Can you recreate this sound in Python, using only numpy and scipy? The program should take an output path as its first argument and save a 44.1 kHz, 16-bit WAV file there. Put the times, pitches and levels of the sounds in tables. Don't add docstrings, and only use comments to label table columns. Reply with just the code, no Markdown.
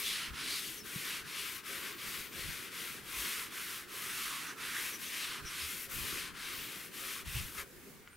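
import sys
import numpy as np
from scipy import signal
from scipy.fft import rfft, irfft
from scipy.io import wavfile
from scipy.ndimage import uniform_filter1d, map_coordinates

SR = 44100
rng = np.random.default_rng(int(sys.argv[2]) if len(sys.argv) > 2 else 0)


def convert_level_to_amplitude(level_db):
    exponent = np.asarray(level_db, float) / 20
    return 10 ** exponent


def pcm_store(signal):
    levels = np.round(np.clip(np.atleast_2d(signal), -1, 1) * 32767)
    wavfile.write(sys.argv[1], SR, levels.astype(np.int16).T)


N = 359856
CLOCK = np.arange(N) / SR

# t/s, level/dB, hollow f/Hz, rise shape, fall shape (small = full, 1 = straight)
STROKES = [(.08, -37, 3380, 0.57, 0.53), (.53, -37, 3500, 1.1, 1.52), (1.14, -40.5, 2660, 0.81, 0.9),
           (1.38, -42, 2700, .7, 1.15), (1.75, -45, 2240, 0.34, 0.69), (2.08, -43.5, 2480, 0.98, 0.81),
           (2.42, -44, 2380, 0.31, 1.3), (2.82, -44, 2350, 1.2, 0.56), (3.27, -39.5, 2380, 0.82, 1.07),
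           (3.72, -44, 2300, 0.52, 2.1), (4.26, -42.5, 2380, .6, 0.36), (4.8, -40.5, 2320, 0.44, 0.75),
           (5.22, -41, 2730, 0.84, 0.66), (5.62, -42, 2750, 0.97, 1.1), (6.19, -41.5, 2620, 0.48, 0.54),
           (6.47, -43, 2650, 0.98, 0.69), (7.14, -43.5, 2420, 0.41, .7), (7.36, -43, 2670, 0.88, 0.87),
           (7.598, -41.5, 1830, 1, 0.98)]
# t/s, level/dB around the stop, stop depth/dB, half length/s, reach to near end [0-1]
TURNS = [(0.0, -50.5, -5.3, 0.025, 0.04), (0.32, -47.5, 15.5, 0.017, 0.96), (0.827, -52, 15, 0.013, 0.11),
         (1.24, -51.5, 9, 0.015, 0.42), (1.625, -48.5, 16, 0.019, .05), (1.962, -46, 10.5, .028, 0.42),
         (2.305, -49.5, 15, 0.023, 0), (2.701, -47, 9, .022, 0.23), (3.023, -52, 9.5, 0.041, .05),
         (3.499, -47.5, 8, .022, 0.36), (3.867, -48.5, 15.5, 0.028, 0.19), (4.556, -53, 14, 0.02, 0.76),
         (4.983, -50, 4.5, 0.016, 0), (5.424, -49, 14, 0.016, 0.77), (5.881, -51, 13, 0.015, 0),
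         (6.328, -52.5, 11, 0.019, 0.79), (6.907, -55.5, 14, 0.017, 0), (7.24, -52.5, 15, 0.011, 0.33),
         (7.555, -58, -3, 0.023, 0.16), (7.68, -66, 6, .02, 0.2)]
# t/s, far-end left-right level/dB, looseness of hold level/dB
HAND_PATH = [(0, 3, -3), (.2, 4, -5), (.7, 5.5, 0), (1.02, 3, -1), (1.3, 4, -5), (1.52, 4.5, -1),
             (2.15, 4, -1), (2.5, 4, -4.5), (3.22, 3, 1.5), (3.5, 2.5, 1), (4.2, 3, 3), (4.9, 2.8, 0.5),
             (5.3, 4, -2.5), (5.9, 3.5, 4.5), (6.35, 7, -1.5), (6.6, 4.5, -2), (6.8, 3.5, -1.5),
             (7.05, 3.5, 0)]
# t/s, length/s, f/Hz, glide/(Hz per s), lift level/dB
SQUEAKS = [
    (0.087, .04, 3650, 0, 6),
    (.54, .04, 4320, 0, 10),
    (4.73, 0.12, 1550, 7000, 8),
    (7.35, .06, 2700, 1000, 5),
    (5.63, 0.04, 5000, -9000, 3),
    (7.6, .022, 2110, 15000, 7),
]
# middle t/s, half length/s, level/dB
TAILS = [
    (2.1, .3, -56),
    (6.6, .09, -50),
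]

# f/Hz, level/dB per Hz
BOARD_DRONE = [(600, -27), (850, -16.5), (1050, -3.5), (1250, -2), (1600, -1), (2200, -18.5), (3000, -65)]
WEAVE_SCRUB = [(900, -16), (1400, -9.5), (2000, -1), (3500, -3), (5000, -4.5), (6500, -13.5), (9000, -67)]
FIBRE_HISS = [(4000, -28), (5500, -1), (7400, -2.5), (9000, 0), (10500, -1), (13000, -13), (15800, -19)]
LOOSE_THREADS = [(8500, -42), (10500, -2), (12000, 3), (13800, -0.5), (15800, -4.5)]
TRAILING_HISS = [(11500, -30), (13200, 1), (15000, .5), (15800, -8)]
# f/Hz, likeness [0-1]
RAG_ALIKE = [(800, 0.72), (1400, 0.87), (3100, 0.94), (5000, 0.9), (6800, 1), (9000, 0.95), (15000, 0.86)]

# t/s, peak level/dB, f/Hz, rise/s
THUMPS = [
    (.30, -45, 62, 0.015),
    (.959, -34.5, 160, 0.0035),
    (2.458, -56, 74.6, 0.021),
    (3.16, -50, 52, 0.022),
    (5.629, -50.5, 75.5, 0.014),
    (7.262, -43, 68.4, 0.015),
    (7.341, -36.5, 65, 0.013),
    (7.355, -35, 120, 0.0078),
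    (7.389, -45, 68.4, 0.019),
]
# t/s, level/dB
NUDGES = [
    (1.69, -55.5),
    (2.355, -56),
    (2.55, -72),
    (3.92, -63),
    (5.86, -62),
    (7.01, -58),
    (7.58, -60),
]
# f/Hz, level/dB, t60/s
BOARD_MODES = [(290, -9, 0.11), (399, 6, 0.34), (543, 3, 0.4), (700, -1, 0.28), (1110, -13, 0.063)]
# t/s, peak level/dB
TICKS = [
    (8.075, -44),
    (8.0806, -54),
    (8.13, -54),
]
# f/Hz, level/dB, t60/s
GLASS_MODES = [(1450, 3, 0.01), (2050, 4, 0.0081), (3000, 3, 0.0054), (4200, -3, .004), (5700, -9, .005)]
# t/s, length/s, f/Hz, level/dB, trill depth f/Hz
BIRD_NOTES = [
    (0.77, 0.037, 6000, -63, 300),
    (0.797, 0.033, 5400, -63, 60),
    (3.397, .06, 9200, -64, 300),
    (4.466, 0.055, 5960, -61.5, 354),
    (4.923, 0.048, 5940, -57.5, 300),
    (5.052, .05, 6100, -61, 400),
    (5.448, 0.052, 5670, -56.5, 332),
    (8.086, .009, 7100, -74, 200),
    (8.098, .075, 9050, -74, 300),
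]

# t/s, level/dB, half length/s
PUFFS = [(.11, -66, 0.028), (0.314, -52, 0.038), (.5, -67, .04), (.95, -70, .03), (1.248, -59, .03),
         (2.086, -59, .035), (2.2, -63, 0.027), (2.39, -57, .05), (2.48, -45, 0.042), (2.91, -68, 0.022),
         (3.02, -63, 0.032), (3.18, -62, .06), (4.86, -71, 0.023), (5.27, -68, .04), (5.436, -48, 0.047),
         (5.645, -56, .035), (5.75, -55, .025), (6, -47.5, 0.071), (6.14, -52, .035), (6.3, -66, 0.24),
         (6.6, -67, 0.054), (7.285, -48, 0.033), (7.383, -42, 0.042), (7.444, -50.5, 0.05),
         (7.613, -58, 0.047)]
# f/Hz, level/dB per Hz
BUFFET = [(15, -30), (30, -2), (50, -3.5), (64, 2), (85, -2), (130, -9), (170, -6), (240, -41)]
# t/s, level/dB
WOODS = [(0.0, -53.5), (1.0, -53.5), (1.64, -57.5), (1.72, -53), (3.25, -53), (3.7, -57), (4.05, -53.5),
         (5.43, -55), (5.57, -56.5), (6.17, -49.5), (6.34, -58.5), (6.55, -52.5), (7.5, -56.5),
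         (7.9, -53.5), (8.16, -65.5)]
# f/Hz, level/dB per Hz
RUMBLE = [(60, -31), (120, -2), (200, -1), (390, 0), (470, -5.5), (550, -11.5), (640, -15.5), (900, -18.5)]
LEAVES = [(400, -30), (640, -10), (800, -7), (1470, 0), (2400, -3), (3800, -13), (7000, -20), (11000, -20),
          (15800, -21)]
# f/Hz, likeness [0-1]
FAR_ALIKE = [(60, 0.28), (130, 0.31), (290, 0.66), (640, 0.74), (1400, 0.51), (3100, 0.59), (6800, 0.4),
             (15000, 0.53)]

RESTING_HZ, USUAL_DB = 2090, -44.5
LIFT_S = 7.65
PAN_PER_REACH_DB = -5.5
LOOSE_HISS_SHARE = 0.54
REACH_BEND = 1.15
LEAVES_DB, BREEZE_DB, BREEZE_SWING_DB = -62, -66.5, 1.5
TOP_HZ = 15780


def unit(x):
    return x / np.sqrt(np.mean(x ** 2) + 1e-20)


def along(points, hz):
    f, v = np.transpose(points)
    return np.interp(np.log(hz + 1), np.log(f + 1), v)


def curves(rows):
    s, *cols = np.transpose(rows)
    return [np.interp(CLOCK, s, c) for c in cols]


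def wobble(rate):
    knots = rng.standard_normal(int(N * rate / SR) + 4)
    return map_coordinates(knots, [np.arange(N) * rate / SR])


def noise():
    return rng.standard_normal((2, N))


def rush(source, spectrum, alike, patchy_db, moving=lambda hz, s: 1):
    hz, s, z = signal.stft(source, SR, nperseg=1024, noverlap=896)
    patches = uniform_filter1d(rng.standard_normal(z.shape[1:]), size=6, axis=0)
    patches = uniform_filter1d(patches, size=24, axis=1)
    colour = convert_level_to_amplitude(along(spectrum, hz)[:, None] + patchy_db * unit(patches))
    turn = np.arccos(np.clip(along(alike, hz), -1, 1))[:, None] / 2
    z = z * colour * moving(hz[:, None], s) * [np.cos(turn), np.sin(turn)]
    mid, side = signal.istft(z, SR, nperseg=1024, noverlap=896)[1][:, :N]
    return unit(np.array([mid + side, mid - side]))


def motion():
    top_s, top_db, top_hz, rise, fall = np.transpose(STROKES)
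    turn_s, turn_db, depth_db, half, reach = np.transpose(TURNS)
    stroke = np.clip(np.searchsorted(turn_s, CLOCK, "right") - 1, 0, len(top_s) - 1)
    rising = CLOCK < top_s[stroke]
    edge = np.where(rising, stroke, stroke + 1)
    from_turn = CLOCK - turn_s[edge]
    way = np.clip(from_turn / (top_s[stroke] - turn_s[edge]), 0, 1)
    pace = way ** np.clip(np.where(rising, rise[stroke], fall[stroke]), .1, None)
    swell_db = turn_db[edge] + (top_db[stroke] - turn_db[edge]) * pace
    swell_db = uniform_filter1d(swell_db, size=SR // 30)
    stop_db = -depth_db[edge] * np.exp(-(np.abs(from_turn) / half[edge]) ** 0.98)
    hollow_hz = RESTING_HZ + (top_hz[stroke] - RESTING_HZ) * way ** 0.4
    return swell_db, stop_db, hollow_hz, np.interp(CLOCK, turn_s, reach)


def rag():
    swell_db, stop_db, hollow_hz, reach = motion()
    across_db, loose_db = curves(HAND_PATH)
    speed = convert_level_to_amplitude(swell_db + stop_db)
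    pan_db = across_db + PAN_PER_REACH_DB * reach
    bent_reach = np.abs(reach) ** REACH_BEND
    clumps = convert_level_to_amplitude(0.45 * wobble(250) + .6 * wobble(25))

    def over_scrub(db, per_swell_db, stop_share, per_reach, per_octave):
        level = db + per_swell_db * (swell_db - USUAL_DB) + stop_share * stop_db
        return level + per_reach * bent_reach + per_octave * np.log2(hollow_hz / RESTING_HZ)

    def slips():
        catches = (rng.random(N) < .03) * rng.laplace(0, 1.2, N)
        return clumps * (noise() + catches)

    def hollow(hz, s):
        centre = np.interp(s, CLOCK, hollow_hz)
        lift = 1 + 1.24 * np.exp(-(np.log2((hz + 1) / centre) / 0.94) ** 2)
        for at, length, start_hz, glide, db in SQUEAKS:
            fold_hz = np.clip(start_hz + glide * (s - at), 500, None)
            off_pitch = np.log2((hz + 1) / fold_hz) / 0.14
            lift = lift * convert_level_to_amplitude(db * np.exp(-((s - at) / length) ** 2 - off_pitch ** 2))
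        shape = convert_level_to_amplitude(along(WEAVE_SCRUB, hz))
        return lift / np.sqrt(np.sum((lift * shape) ** 2, axis=0))

    def lean(db):
        return convert_level_to_amplitude([[db], [-db]])

    drone_db = over_scrub(-7, per_swell_db=-0.35, stop_share=-0.2, per_reach=9.5, per_octave=-13.5)
    hiss_db = over_scrub(-3, per_swell_db=-0.18, stop_share=0.5, per_reach=-4.5, per_octave=3.5)
    fine_db = over_scrub(-2, per_swell_db=-0.38, stop_share=1, per_reach=-13.5, per_octave=4)
    hiss_db = hiss_db + LOOSE_HISS_SHARE * loose_db
    fine_db = fine_db + loose_db

    rub = rush(slips(), WEAVE_SCRUB, RAG_ALIKE, patchy_db=1.0, moving=hollow)
    rub = rub + convert_level_to_amplitude(drone_db) * rush(slips(), BOARD_DRONE, RAG_ALIKE, patchy_db=2.26)
    rub = rub + convert_level_to_amplitude(hiss_db) * rush(slips(), FIBRE_HISS, RAG_ALIKE, patchy_db=0.3) * lean(db=-0.6)
    rub = rub + convert_level_to_amplitude(fine_db) * rush(slips(), LOOSE_THREADS, RAG_ALIKE, patchy_db=1.1) * lean(db=.8)

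    contact = np.clip((LIFT_S - CLOCK) / .045 + .4, 0, 1)
    trail = sum(convert_level_to_amplitude(db) * np.exp(-((CLOCK - s) / half) ** 4) for s, half, db in TAILS)
    trail = trail * rush(noise(), TRAILING_HISS, RAG_ALIKE, patchy_db=1.2)
    return (rub * speed * contact + trail) * convert_level_to_amplitude(np.array([pan_db, -pan_db]) / 2)


def wind_thumps():
    out, t = np.zeros(N + SR), np.arange(SR // 4) / SR
    for s, db, hz, rise in THUMPS:
        push = np.e * (t / rise) * np.exp(-t / rise)
        out[round(s * SR):][:len(t)] -= convert_level_to_amplitude(db) * push * np.sin(2 * np.pi * hz * t)
    return out[:N]


def board_hum():
    out, t = np.zeros(N + SR), np.arange(SR // 3) / SR
    for s, db in NUDGES:
        ring = 0
        for hz, level, t60 in BOARD_MODES:
            decay = convert_level_to_amplitude(level + rng.normal(0, 0.84) - 60 * t / t60)
            ring = ring + decay * np.sin(2 * np.pi * (hz * t + rng.random()))
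        out[round(s * SR):][:len(t)] += convert_level_to_amplitude(db) * ring * (1 - np.exp(-t / 0.012))
    return out[:N]


def bottle():
    out, t = np.zeros(N + SR), np.arange(SR // 4) / SR
    ring = sum(convert_level_to_amplitude(level - 60 * t / t60) * np.sin(2 * np.pi * hz * t) for hz, level, t60 in GLASS_MODES)
    for s, db in TICKS:
        out[round(s * SR):][:len(t)] += convert_level_to_amplitude(db + 4.0) * ring * (1 - np.exp(-t / 0.00059))
    return out[:N]


def shelter(x):
    echoes = np.zeros((2, SR // 20))
    echoes[:, 0] = 1
    late = rng.integers(100, SR // 20, (2, 8))
    bounce = convert_level_to_amplitude(-11 - 400 * late / SR) * rng.choice([-1, 1], (2, 8))
    np.put_along_axis(echoes, late, bounce, axis=1)
    return signal.fftconvolve(x[None], echoes, axes=1)[:, :N]


def birds():
    out = np.zeros(N + SR)
    for s, length, hz, db, trill_hz in BIRD_NOTES:
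        t = np.arange(int(length * SR)) / SR
        beat = 2 * np.pi * 190 * t + np.cumsum(rng.normal(0, 0.117, len(t)))
        pitch = hz + trill_hz * np.sin(beat)
        throb = 1 + .5 * np.tanh(trill_hz / 200) * np.cos(beat)
        swell = np.sin(np.pi * t / length) ** 0.73 * throb
        out[round(s * SR):][:len(t)] += convert_level_to_amplitude(db + 12.0) * swell * np.sin(2 * np.pi * np.cumsum(pitch) / SR)
    return out[:N]


def wind_puffs():
    swirl = rush(noise(), BUFFET, [(40, 0.37), (70, 0.36), (200, 0.19)], patchy_db=5.5)
    power = uniform_filter1d(np.mean(swirl ** 2, axis=0), size=SR // 20)
    swirl = swirl / np.sqrt(np.abs(power) + 0.085)
    gusts = sum(convert_level_to_amplitude(db) * np.exp(-((CLOCK - s) / half) ** 2) for s, db, half in PUFFS)
    breeze = convert_level_to_amplitude(BREEZE_DB + BREEZE_SWING_DB * wobble(14))
    return (breeze + gusts) * swirl


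def trees():
    leaves = convert_level_to_amplitude(LEAVES_DB) * rush(noise(), LEAVES, FAR_ALIKE, patchy_db=2.0)
    rumble = convert_level_to_amplitude(curves(WOODS)[0]) * rush(noise(), RUMBLE, FAR_ALIKE, patchy_db=1.44)
    return leaves + rumble


def scene():
    knocks = shelter(wind_thumps() + board_hum() + bottle())
    knocks = knocks * convert_level_to_amplitude([[1.0], [-1.0]])
    return rag() + knocks + shelter(birds()) + wind_puffs() + trees()


def roll_off(x):
    return signal.sosfilt(signal.butter(12, 16490, fs=SR, output="sos"), x)


def record(dry):
    kept = irfft(rfft(dry) * (np.fft.rfftfreq(N, 1 / SR) < TOP_HZ), N)
    return roll_off(kept)


dry = scene()
out = record(dry)
pcm_store(out)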